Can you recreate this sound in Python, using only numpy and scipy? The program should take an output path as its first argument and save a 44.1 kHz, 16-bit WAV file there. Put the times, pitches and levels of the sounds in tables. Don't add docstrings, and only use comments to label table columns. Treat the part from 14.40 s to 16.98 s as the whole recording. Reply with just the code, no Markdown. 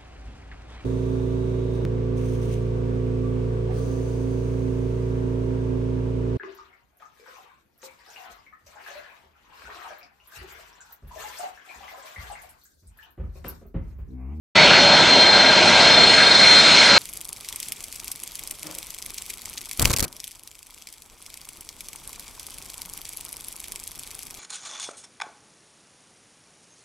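import sys
import numpy as np
from scipy import signal
from scipy.io import wavfile
from scipy.ndimage import uniform_filter1d, map_coordinates

SR = 44100
rng = np.random.default_rng(int(sys.argv[2]) if len(sys.argv) > 2 else 0)


def store_pcm(level_fs):
    pcm = np.round(np.clip(level_fs, -1, 1) * 32767).astype(np.int16)
    wavfile.write(sys.argv[1], SR, np.atleast_2d(pcm).T)


def undo_db(level):
    steps = np.asarray(level, float) / 20
    return 10 ** steps


N = 113778

# [t/s, f/Hz, level/dB]
LOW_ENGINE = [(.15, 4345, -36), (.3, 4270, -34), (.45, 4215, -32), (.6, 4177, -29), (.75, 4163, -24),
              (.95, 4155, -25), (1.2, 4161, -20), (1.3, 4168, -27), (1.6, 4182, -21), (1.75, 4190, -20),
              (1.9, 4186, -21), (2.1, 4178, -13), (2.2, 4177, -16), (2.3, 4174, -28), (2.4, 4160, -25),
              (2.58, 4138, -16)]
# [t/s, f/Hz, level/dB]
MIDDLE_ENGINE = [(.15, 4362, -26), (.19, 4343, -19), (.3, 4291, -19), (.5, 4212, -16), (.6, 4192, -18),
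                 (.66, 4181, -25), (.7, 4177, -17), (.85, 4172, -15), (1.0, 4174, -17), (1.1, 4176, -26),
                 (1.3, 4190, -25), (1.5, 4205, -19), (1.62, 4213, -16), (1.8, 4215, -27), (1.95, 4210, -20),
                 (2.15, 4192, -28), (2.3, 4186, -19), (2.58, 4165, -28)]
# [t/s, f/Hz, level/dB]
HIGH_ENGINE = [(.15, 4390, -36), (.4, 4285, -33), (.6, 4228, -27), (.75, 4206, -26), (.95, 4201, -25),
               (1.1, 4204, -22), (1.3, 4206, -31), (1.5, 4225, -26), (1.75, 4236, -21), (2.0, 4233, -24),
               (2.2, 4219, -32), (2.4, 4211, -24), (2.58, 4210, -22)]
# [multiple of the blade tone, level under it/dB, blur/Hz]
ROTOR_STAGES = [(.383, -15, 13.58), (.763, -14.5, 15.97), (.862, -13, 22), (1.241, -17.5, 18),
                (1.421, -26.5, 14), (2.0, -29.5, 6)]
# [f/Hz, width/Hz, level/dB]
AIRFRAME_WHISTLES = [(188.6, 14, -41), (577, 30, -31.5), (628.7, 30, -33), (922, 60, -34.5)]
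# [t/s, distance/m, jet roar level/dB, fan rush level/dB]
FLIGHT = [
    (.15, 840, -18, -11),
    (.3, 950, -20, -14),
    (.6, 854, -20, -15),
    (.85, 810, -21, -17),
    (1.149, 845, -20, -15),
    (1.45, 805, -20.5, -14),
    (1.698, 725, -22, -16.5),
    (2.0, 700, -22.5, -15.5),
    (2.3, 633, -23.5, -14),
    (2.58, 644, -21.5, -13.5),
]
# [f/Hz, level per Hz/dB]
ROAR_SPECTRUM = [(20, -40), (45, -12), (110, -8), (170, 0), (400, -1), (620, 2), (950, 1.5), (1500, -42)]
# [f/Hz, level per Hz/dB]
RUSH_SPECTRUM = [(500, -50), (1000, -2.5), (2300, -3.5), (4000, -4.5), (5000, -8), (8000, -21),
                 (10000, -31.5), (11200, -96)]
# [f/Hz, width/Hz, level/dB]
GROUND_COLOUR = [(436, 20, -2), (1143, 89, -5.5), (1554, 150, 2.5), (1790, 68, -4.5), (2210, 200, 5),
                 (3080, 750, -1), (3430, 360, 2.5), (5090, 170, -2.5)]
# [f/Hz, left-right likeness 0..1]
LIKENESS = [(30, .93), (90, 1), (300, 0.96), (700, 0.98), (2000, 0.94), (5000, 0.87), (6800, 0.99),
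            (8300, .45)]
# [t/s, length/s, level/dB]
COMPRESSOR_SWELLS = [
    (.9, .12, -30),
    (1.4, .12, -31),
    (1.9, .08, -25),
    (2.33, .06, -23),
]
# [f/Hz, level under the local centre/dB]
CENTRE_DEPTH = [(200, 25.5), (3000, 24), (5700, 21), (7600, 14), (8800, 9), (9800, 1.5), (10500, 0),
                (11200, -11)]
# [f/Hz, level under the local centre/dB]
SIDE_DEPTH = [(60, 28), (250, 15), (900, 13), (4200, 15), (5500, 8), (7200, -1), (8200, 5), (9000, -3)]
# [t/s, length/s, threshold rise/dB]
THIN_MOMENTS = [
    (0.206, .04, 15),
    (2.383, 0.02, 5),
    (2.552, 0.05, 9),
]

WHINE_FLICKER_DB, STAGE_FLICKER_DB, WHINE_BLUR_HZ = 1.1, 4, 3.5
WHINE_LEFT_DB, WHINE_LEAD_RAD = 1.6, 0.31
HISS_HZ, HISS_WIDTH_HZ = 3710, 280
MID_DISTANCE_M = 770
AIR_DB_PER_M_AT_8K, AIR_POWER = 0.0228, 2.43
CEILING, KNEE = 0.82, 8.6
THIN_FRAME_DB, THIN_BAND_DB = 2, 2.2
START_S, FADE_IN_S = 0.1489, 0.0084


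def unit(x):
    return x / np.sqrt(np.mean(np.abs(x) ** 2) + 1e-20)


def along(points, hz):
    f, v = np.transpose(points)
    return np.interp(np.log(hz + 1), np.log(f + 1), v)


def curves(rows):
    s, *cols = np.transpose(rows)
    return [np.interp(np.arange(N) / SR, s, c) for c in cols]


def wobble(rate):
    knots = rng.standard_normal(800)
    return map_coordinates(knots, [np.clip(np.arange(N) * rate / SR, 0, 799)])


def swells(t, rows):
    return [(np.exp(-.5 * ((t - s) / length) ** 2), db) for s, length, db in rows]


def tone(hz, blur_hz):
    return np.exp(2j * np.pi * np.cumsum(hz + blur_hz * wobble(45)) / SR)


def narrow(hz, width_hz):
    envelope = unit(wobble(width_hz) + 1j * wobble(width_hz))
    return np.sqrt(2) * np.real(envelope * np.exp(2j * np.pi * hz * np.arange(N) / SR))


def patchy_noise(spectrum, patchy_db, patch_bins, patch_frames):
    hz, _, z = signal.stft(rng.standard_normal((2, N)), SR, nperseg=1024)
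    field = uniform_filter1d(rng.standard_normal(z.shape[1:]), patch_bins, axis=0)
    field = uniform_filter1d(field, patch_frames, axis=1)
    colour_db = sum(db * np.exp(-.5 * ((hz - c) / w) ** 2) for c, w, db in GROUND_COLOUR)
    turn = np.arccos(np.clip(along(LIKENESS, hz), -1, 1)) / 2
    gain = undo_db(along(spectrum, hz) + colour_db) * [np.cos(turn), np.sin(turn)]
    z = z * gain[..., None] * undo_db(patchy_db * unit(field))
    mid, side = signal.istft(z, nperseg=1024)[1][:, :N]
    return unit(np.array([mid + side, mid - side]))


def engines():
    whine = np.zeros(N, complex)
    for table in (LOW_ENGINE, MIDDLE_ENGINE, HIGH_ENGINE):
        hz, db = curves(table)
        whine += undo_db(db + WHINE_FLICKER_DB * wobble(30.6)) * tone(hz, WHINE_BLUR_HZ)
        for ratio, under_db, blur_hz in ROTOR_STAGES:
            stage_db = .5 * db - 11 + under_db + STAGE_FLICKER_DB * wobble(11)
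            whine += undo_db(stage_db) * tone(ratio * hz, blur_hz)
    left_right = np.array([1, -1])
    ports = undo_db(WHINE_LEFT_DB / 2 * left_right) * np.exp(.5j * WHINE_LEAD_RAD * left_right)
    return np.sqrt(2) * np.real(ports[:, None] * whine)


def airflow():
    _, roar_db, rush_db = curves(FLIGHT)
    whistle = sum(undo_db(db + 0.52 * wobble(3.4)) * narrow(hz, w) for hz, w, db in AIRFRAME_WHISTLES)
    whistle = whistle * undo_db(3.34 * (roar_db - roar_db.mean()))
    shimmer_db = .5 * wobble(9)
    roar = patchy_noise(ROAR_SPECTRUM, patchy_db=1.07, patch_bins=5, patch_frames=9)
    roar = roar * undo_db(roar_db + shimmer_db)
    fans = patchy_noise(RUSH_SPECTRUM, patchy_db=1.6, patch_bins=16, patch_frames=7)
    fans = fans * undo_db(rush_db + shimmer_db + 0.37 * wobble(25))
    return roar + whistle + fans


def compressor():
    level = sum(undo_db(db) * bell for bell, db in swells(np.arange(N) / SR, COMPRESSOR_SWELLS))
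    return narrow(HISS_HZ, HISS_WIDTH_HZ) * level


def air(x):
    hz, t, z = signal.stft(x, SR, nperseg=512)
    s, metres = np.transpose(FLIGHT)[:2]
    extra_m = np.interp(t, s, metres) - MID_DISTANCE_M
    loss_db = AIR_DB_PER_M_AT_8K * np.outer((hz / 8000) ** AIR_POWER, extra_m)
    return signal.istft(z * undo_db(-loss_db), nperseg=512)[1][:, :N]


def scene():
    return air(engines() + compressor() + airflow())


def thinned(x):
    frame = dict(window="cosine", nperseg=2048, noverlap=1024)
    hz, t, z = signal.stft(np.array([x[0] + x[1], x[0] - x[1]]) / 2, SR, **frame)
    power = uniform_filter1d(np.abs(z[0]) ** 2, size=32, axis=0)
    local_level = np.sqrt(np.abs(uniform_filter1d(power, size=21, axis=1)))
    bands = np.repeat(rng.standard_normal((2, 65, len(t))), 16, axis=1)[:, :len(hz)]
    rise_db = THIN_FRAME_DB * rng.standard_normal((2, 1, len(t))) + THIN_BAND_DB * bands
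    rise_db[0] += sum(db * bell for bell, db in swells(t, THIN_MOMENTS))
    depth_db = np.array([along(CENTRE_DEPTH, hz), along(SIDE_DEPTH, hz)])[..., None]
    heard = np.abs(z) > local_level * undo_db(rise_db - depth_db)
    mid, side = signal.istft(z * heard, SR, **frame)[1][:, :N]
    return np.array([mid + side, mid - side])


def roll_off(x):
    return signal.sosfilt(signal.butter(12, 11010, fs=SR, output="sos"), x)


def record(dry):
    rounded = dry / (1 + np.abs(dry / CEILING) ** KNEE) ** (1 / KNEE)
    fade_in = np.clip((np.arange(N) / SR - START_S) / FADE_IN_S, 0, 1) ** 2
    mix = thinned(rounded) * fade_in
    return roll_off(mix)


dry = scene()
out = record(dry)
store_pcm(out)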